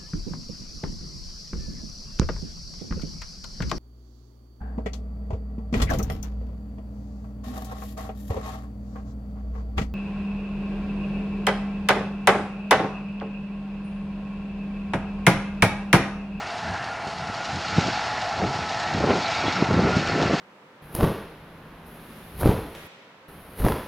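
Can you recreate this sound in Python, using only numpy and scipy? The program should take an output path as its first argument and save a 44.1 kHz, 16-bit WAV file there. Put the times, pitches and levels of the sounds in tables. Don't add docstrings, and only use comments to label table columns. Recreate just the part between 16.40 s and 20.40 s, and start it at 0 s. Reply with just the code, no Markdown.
import sys
import numpy as np
from scipy import signal
from scipy.fft import rfft, irfft, next_fast_len
from scipy.io import wavfile
from scipy.ndimage import map_coordinates

SR = 44100
rng = np.random.default_rng(int(sys.argv[2]) if len(sys.argv) > 2 else 0)


def pcm_store(signal):
    levels = np.round(np.clip(np.atleast_2d(signal), -1, 1) * 32767)
    wavfile.write(sys.argv[1], SR, levels.astype(np.int16).T)


N = 176400

# time in seconds, engine level in dB, conveyor level in dB.
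MACHINE_LEVELS = [(0, -36.5, -33.5), (.2, -35, -36.5), (.37, -34.5, -35.5), (.53, -35.5, -36),
                  (.8, -36.5, -37), (1, -35, -35.5), (1.2, -37, -34.5), (1.45, -33.5, -29.5),
                  (1.65, -32, -33), (1.95, -31, -34.5), (2.25, -32, -34.5), (2.37, -31.5, -34),
                  (2.6, -32, -34), (2.95, -30.5, -30), (3.3, -31, -31), (3.58, -34.5, -29.5),
                  (4, -34, -30.5)]
# time in seconds, level in dB, ringing compared with hiss in dB.
WEB_LEVELS = [(0, -43, -6), (.22, -43, -6), (.5, -45.7, -7), (.87, -44, -7), (.97, -40.3, -7),
              (1.07, -40.5, -7), (1.45, -35, -4), (1.6, -36.3, -4), (1.87, -40.3, -5), (2.35, -38.5, -3),
              (2.62, -40, -3), (2.93, -35, 1.5), (3.03, -37.5, 2), (3.1, -35.8, 2), (3.33, -41, -3),
              (3.58, -35.8, -3), (3.75, -37.8, -2.5), (4, -37.5, -3)]
# time in seconds, pitch in Hz, level in dB.
FAN_WHINE = [(0, 849, -43.5), (.5, 849.5, -45), (1.1, 847, -42.5), (1.7, 847, -36), (2.1, 843, -37),
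             (2.6, 842, -41), (3.1, 846, -39), (4, 843, -71)]
HYDRAULIC_WHINE = [(0, 1770, -63), (2, 1732, -54), (3.35, 1833, -61), (3.65, 1775, -39), (4, 1724, -41.5)]
ROLLER_WHISTLE = [(0, 4348, -61.5), (1.4, 4350, -48.5), (2.4, 4344, -52.5), (3.3, 4380, -55),
                  (3.6, 4350, -51), (4, 4360, -54)]
DRIVE_HOWL = [(0, 1335, -76), (1.1, 1325, -45.5), (1.8, 1335, -45), (2.35, 1318, -39.5), (2.7, 1320, -46),
              (3.05, 1335, -39.5), (3.55, 1325, -38), (4, 1315, -44)]
LOAD_HOWL = [(0, 1420, -52), (.6, 1414, -43.5), (2.3, 1413, -58), (3.15, 1400, -38), (3.57, 1396, -36),
             (4, 1470, -54)]
# frequency in Hz, relative strength there in dB.
ROAR_COLOUR = [(20, -50), (50, -25), (100, -2.5), (170, -9), (300, -18.5), (430, -14), (580, -9), (670, 4),
               (770, 3.5), (900, -1), (1150, -8.5), (1600, -46), (4000, -64)]
CONVEYOR_COLOUR = [(300, -3.5), (900, -8), (1210, -1), (1325, 5), (1450, 4), (1620, -1), (1900, 0),
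                   (2300, -3), (2420, -6), (2700, -2), (3300, -17), (6000, -57)]
HISS_COLOUR = [(900, -36), (2200, -10), (2900, 1.5), (3400, 0.5), (4300, 1.5), (5200, 0), (6000, -4.5),
               (7000, -8), (8000, -18), (9500, -35), (11000, -57), (12500, -61)]
RUMBLE_COLOUR = [(15, -48), (35, -29), (55, -7), (85, 4.5), (120, 5), (190, 4), (300, -9), (500, -22.5),
                 (900, -64), (2000, -56), (6000, -74)]
FLUTTER_COLOUR = [(60, -54), (150, 0.5), (280, 3), (480, -1), (750, -5), (1200, -13), (2500, -23.5),
                  (6000, -74)]
BLAST_COLOUR = [(60, -31), (150, -5), (420, -1), (800, -9.5), (1500, -15), (2600, -21), (5000, -37),
                (9000, -68)]
SIZZLE_COLOUR = [(5000, -7), (8000, 6), (9900, 3), (11500, -7), (12500, -26)]
# pitch in Hz, width of the peak in Hz, relative level in dB.
ROD_NOTES = [(2200, 66, 6), (2320, 66, 5.5), (2494, 30, 7.5), (2790, 190, -12), (3342, 43, 6),
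             (3710, 53, 7), (4013, 58, 7.5), (4355, 50, 6.5), (4690, 53, 3.5), (5110, 130, -1),
             (5480, 60, 1.5), (6400, 110, -13), (6690, 49, -8.5)]
# peak time in seconds, pitch in Hz, level in dB, half length in seconds.
CROP_SURGES = [(.38, 1670, -39, .11), (1.78, 1770, -38, .1), (2.428, 1760, -36, 0.12),
               (2.91, 2330, -39.5, .14), (3.183, 2150, -44, .03), (3.56, 2680, -40, 0.056),
               (3.867, 2720, -41.5, 0.075)]
# pitch in Hz, relative level in dB.
SQUEAK_TONES = [(1540, 0), (1760, -1), (2196, 2), (2400, -2), (4931, -7), (5238, -1), (5523, -6),
                (6218, -12), (6751, -12)]
# peak time in seconds, rumble in dB, flutter in dB, half length in seconds.
WIND_GUSTS = [(0.29, -33, -59, 0.036), (0.679, -36, -41, 0.012), (0.784, -42.5, -54, 0.09),
              (0.901, -37.5, -48, 0.012), (1.161, -34.5, -40.5, 0.034), (1.364, -27.5, -35.5, 0.025),
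              (1.46, -33.5, -37, 0.04), (2.037, -28.5, -28.5, 0.031), (2.177, -37, -38.5, 0.078),
              (2.604, -29, -30.5, 0.048), (2.661, -43, -24.5, 0.024), (2.714, -29.5, -23, 0.031),
              (2.769, -52, -27.5, 0.035), (3.061, -36, -29, 0.032), (3.203, -28, -27.5, 0.019),
              (3.333, -26, -25.5, 0.033), (3.455, -28.5, -24.5, 0.075), (3.56, -31.5, -32, 0.056),
              (3.818, -30.5, -25, 0.078), (3.937, -32, -21, 0.01)]
# time in seconds, peak level in dB, pitch in Hz.
EDDY_THUMPS = [(.67, -27, 300), (.9, -27, 130), (1.386, -6.5, 165), (2.028, -17, 190), (2.55, -13, 160),
               (2.647, -14, 380), (2.704, -12, 320), (3.226, -6, 235), (3.291, -17, 190),
               (3.344, -11.5, 205), (3.381, -13, 160), (3.397, -10.5, 165), (3.425, -14, 200),
               (3.451, -11.5, 135), (3.506, -16, 190), (3.57, -10.5, 150), (3.761, -18, 220),
               (3.82, -12.5, 240), (3.86, -14, 165), (3.911, -11, 350), (3.935, -15, 370),
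               (3.947, -15, 180)]

ROAR_TRIM_DB, CONVEYOR_TRIM_DB, RODS_TRIM_DB, WIND_TRIM_DB = 0.5, -0.5, -1.2, 1.5
FIRING_HZ, SHAFT_HZ, CHAIN_HZ = 103.8, 43.9, 11.7
LOW_CUT_HZ, TOP_HZ = 44, 12600


def engine():
    level_db, _ = curves(MACHINE_LEVELS)
    pulse_db = turning(FIRING_HZ, drift=0.0071) + 2 * turning(SHAFT_HZ, drift=0.0026) + 0.68 * wobble(20)
    return amp(level_db + ROAR_TRIM_DB) * coloured(rng.standard_normal(N) * amp(pulse_db), ROAR_COLOUR)


def whine(rows, drift, flicker_db):
    hz, db = curves(rows)
    return amp(db) * unit(turning(hz, drift) * amp(flicker_db * wobble(21.8)))


def conveyors():
    _, level_db = curves(MACHINE_LEVELS)
    clatter = coloured(rattle(per_s=260, spread_db=-0.5, decay_s=0.0073, bed=0.95), CONVEYOR_COLOUR)
    return amp(level_db + CONVEYOR_TRIM_DB + 0.16 * wobble(12)) * clatter


def webs():
    level_db, ring_db = curves(WEB_LEVELS)
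    scrape = rattle(per_s=200, spread_db=9.0, decay_s=0.0033, bed=3.2)
    ring = np.zeros(N)
    for hz, width, db in ROD_NOTES:
        knocks = rattle(per_s=120, spread_db=4.0, decay_s=0.0027, bed=0.35)
        note = filtered(knocks, lambda f: (1.5j * f * width / (hz * hz - f * f + 1.5j * f * width)) ** 2)
        ring += amp(db) * note
    throb_db = 0.67 * turning(CHAIN_HZ, drift=0.043) + 0.5 * wobble(21.17)
    hiss = amp(0.47 * wobble(24.58)) * coloured(scrape, HISS_COLOUR)
    return amp(level_db + throb_db) * (hiss + amp(RODS_TRIM_DB + ring_db) * unit(ring))


def crop_surges(width_octaves=0.14):
    out = np.zeros(N)
    for s, hz, db, half_s in CROP_SURGES:
        scrape = rattle(per_s=220, spread_db=3, decay_s=0.0061, bed=1.0)
        rasp = filtered(scrape, lambda f: np.exp(-.5 * (np.log2((f + 1) / hz) / width_octaves) ** 2))
        out += amp(db) * swell(s, half_s) * unit(rasp)
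    return out


def rod_squeak(level_db=-33.5):
    tones = sum(amp(db) * turning(hz, drift=0.0071) for hz, db in SQUEAK_TONES)
    roughness = amp(7.8 * wobble(300))
    return amp(level_db) * swell(peak_s=3.174, half_s=0.012) * unit(tones * roughness)


def wind(breeze_db=-55.5, tear_db=-17, side_db=-21):
    t = np.arange(N) / SR
    rumble_power = np.full(N, amp(breeze_db) ** 2)
    flutter_power, thumps = np.zeros(N), np.zeros(N)
    for s, rumble_db, flutter_db, half_s in WIND_GUSTS:
        rumble_power += (amp(rumble_db) * swell(s, half_s)) ** 2
        flutter_power += (amp(flutter_db) * swell(s, half_s)) ** 2
    for s, db, hz in EDDY_THUMPS:
        u = (np.pi * hz * (t - s)) ** 2
        thumps += amp(db) * (1 - 2 * u) * np.exp(-u)
        flutter_power += (amp(db + tear_db) * swell(s, half_s=0.0066)) ** 2
    lumps = unit(amp(2 * wobble(110)))
    rumble, side = np.sqrt(rumble_power) * coloured(lumps * rng.standard_normal((2, N)), RUMBLE_COLOUR)
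    ragged_noise = lumps * amp(2.7 * wobble(250)) * rng.standard_normal(N)
    flutter = np.sqrt(flutter_power) * coloured(ragged_noise, FLUTTER_COLOUR)
    stereo_spread = amp(side_db) * np.array([side, -side])
    return amp(WIND_TRIM_DB) * (rumble + flutter) + thumps + stereo_spread


def wind_blast(level_db=-16.5):
    rush = coloured(rng.standard_normal(N), BLAST_COLOUR)
    return amp(level_db) * swell(peak_s=2.705, half_s=0.011) * rush


def sizzle(level_db=-63.5):
    return amp(level_db + 1.2 * wobble(13)) * coloured(rng.standard_normal(N), SIZZLE_COLOUR)


def rattle(per_s, spread_db, decay_s, bed):
    hits = (rng.random(N) < per_s / SR) * amp(spread_db * np.clip(rng.standard_normal(N), -2, 2))
    fade = np.exp(-np.arange(SR // 10) / SR / decay_s)
    power = np.abs(signal.fftconvolve(hits ** 2, fade)[:N])
    return rng.standard_normal(N) * np.sqrt(power / power.mean() + bed)


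def turning(hz, drift):
    return np.sin(2 * np.pi * np.cumsum(hz * (1 + drift * wobble(14))) / SR)


def swell(peak_s, half_s):
    return 1 / np.cosh(np.clip((np.arange(N) / SR - peak_s) / half_s, -20, 20))


def wobble(rate):
    return map_coordinates(rng.standard_normal(int(N * rate / SR) + 4), [np.arange(N) * rate / SR])


def curves(rows):
    times, *columns = np.transpose(rows)
    return [np.interp(np.arange(N) / SR, times, column) for column in columns]


def coloured(x, colour):
    f, db = np.transpose(colour)
    return unit(filtered(x, lambda hz: amp(np.interp(np.log(hz + 1), np.log(f), db))))


def filtered(x, response):
    size = next_fast_len(N + SR // 2)
    return irfft(rfft(x, size) * response(np.fft.rfftfreq(size, 1 / SR)), size)[..., :N]


def amp(db):
    return 10 ** (np.asarray(db) / 20)


def unit(x):
    return x / np.sqrt(np.mean(x ** 2) + 1e-20)


def scene():
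    whines = whine(FAN_WHINE, drift=0.0022, flicker_db=0)
    whines += whine(HYDRAULIC_WHINE, drift=0.0039, flicker_db=0.5)
    whines += whine(ROLLER_WHISTLE, drift=0.005, flicker_db=4)
    howls = whine(DRIVE_HOWL, drift=0.01166, flicker_db=1)
    howls += whine(LOAD_HOWL, drift=0.01644, flicker_db=7)
    background = sizzle()
    harvester = engine() + whines + howls + conveyors() + crop_surges() + webs() + rod_squeak()
    return harvester + wind() + wind_blast() + background


def record(dry):
    return filtered(dry, lambda hz: hz ** 3 / np.hypot(hz ** 3, LOW_CUT_HZ ** 3) * (hz < TOP_HZ))


dry = scene()
out = record(dry)
pcm_store(out)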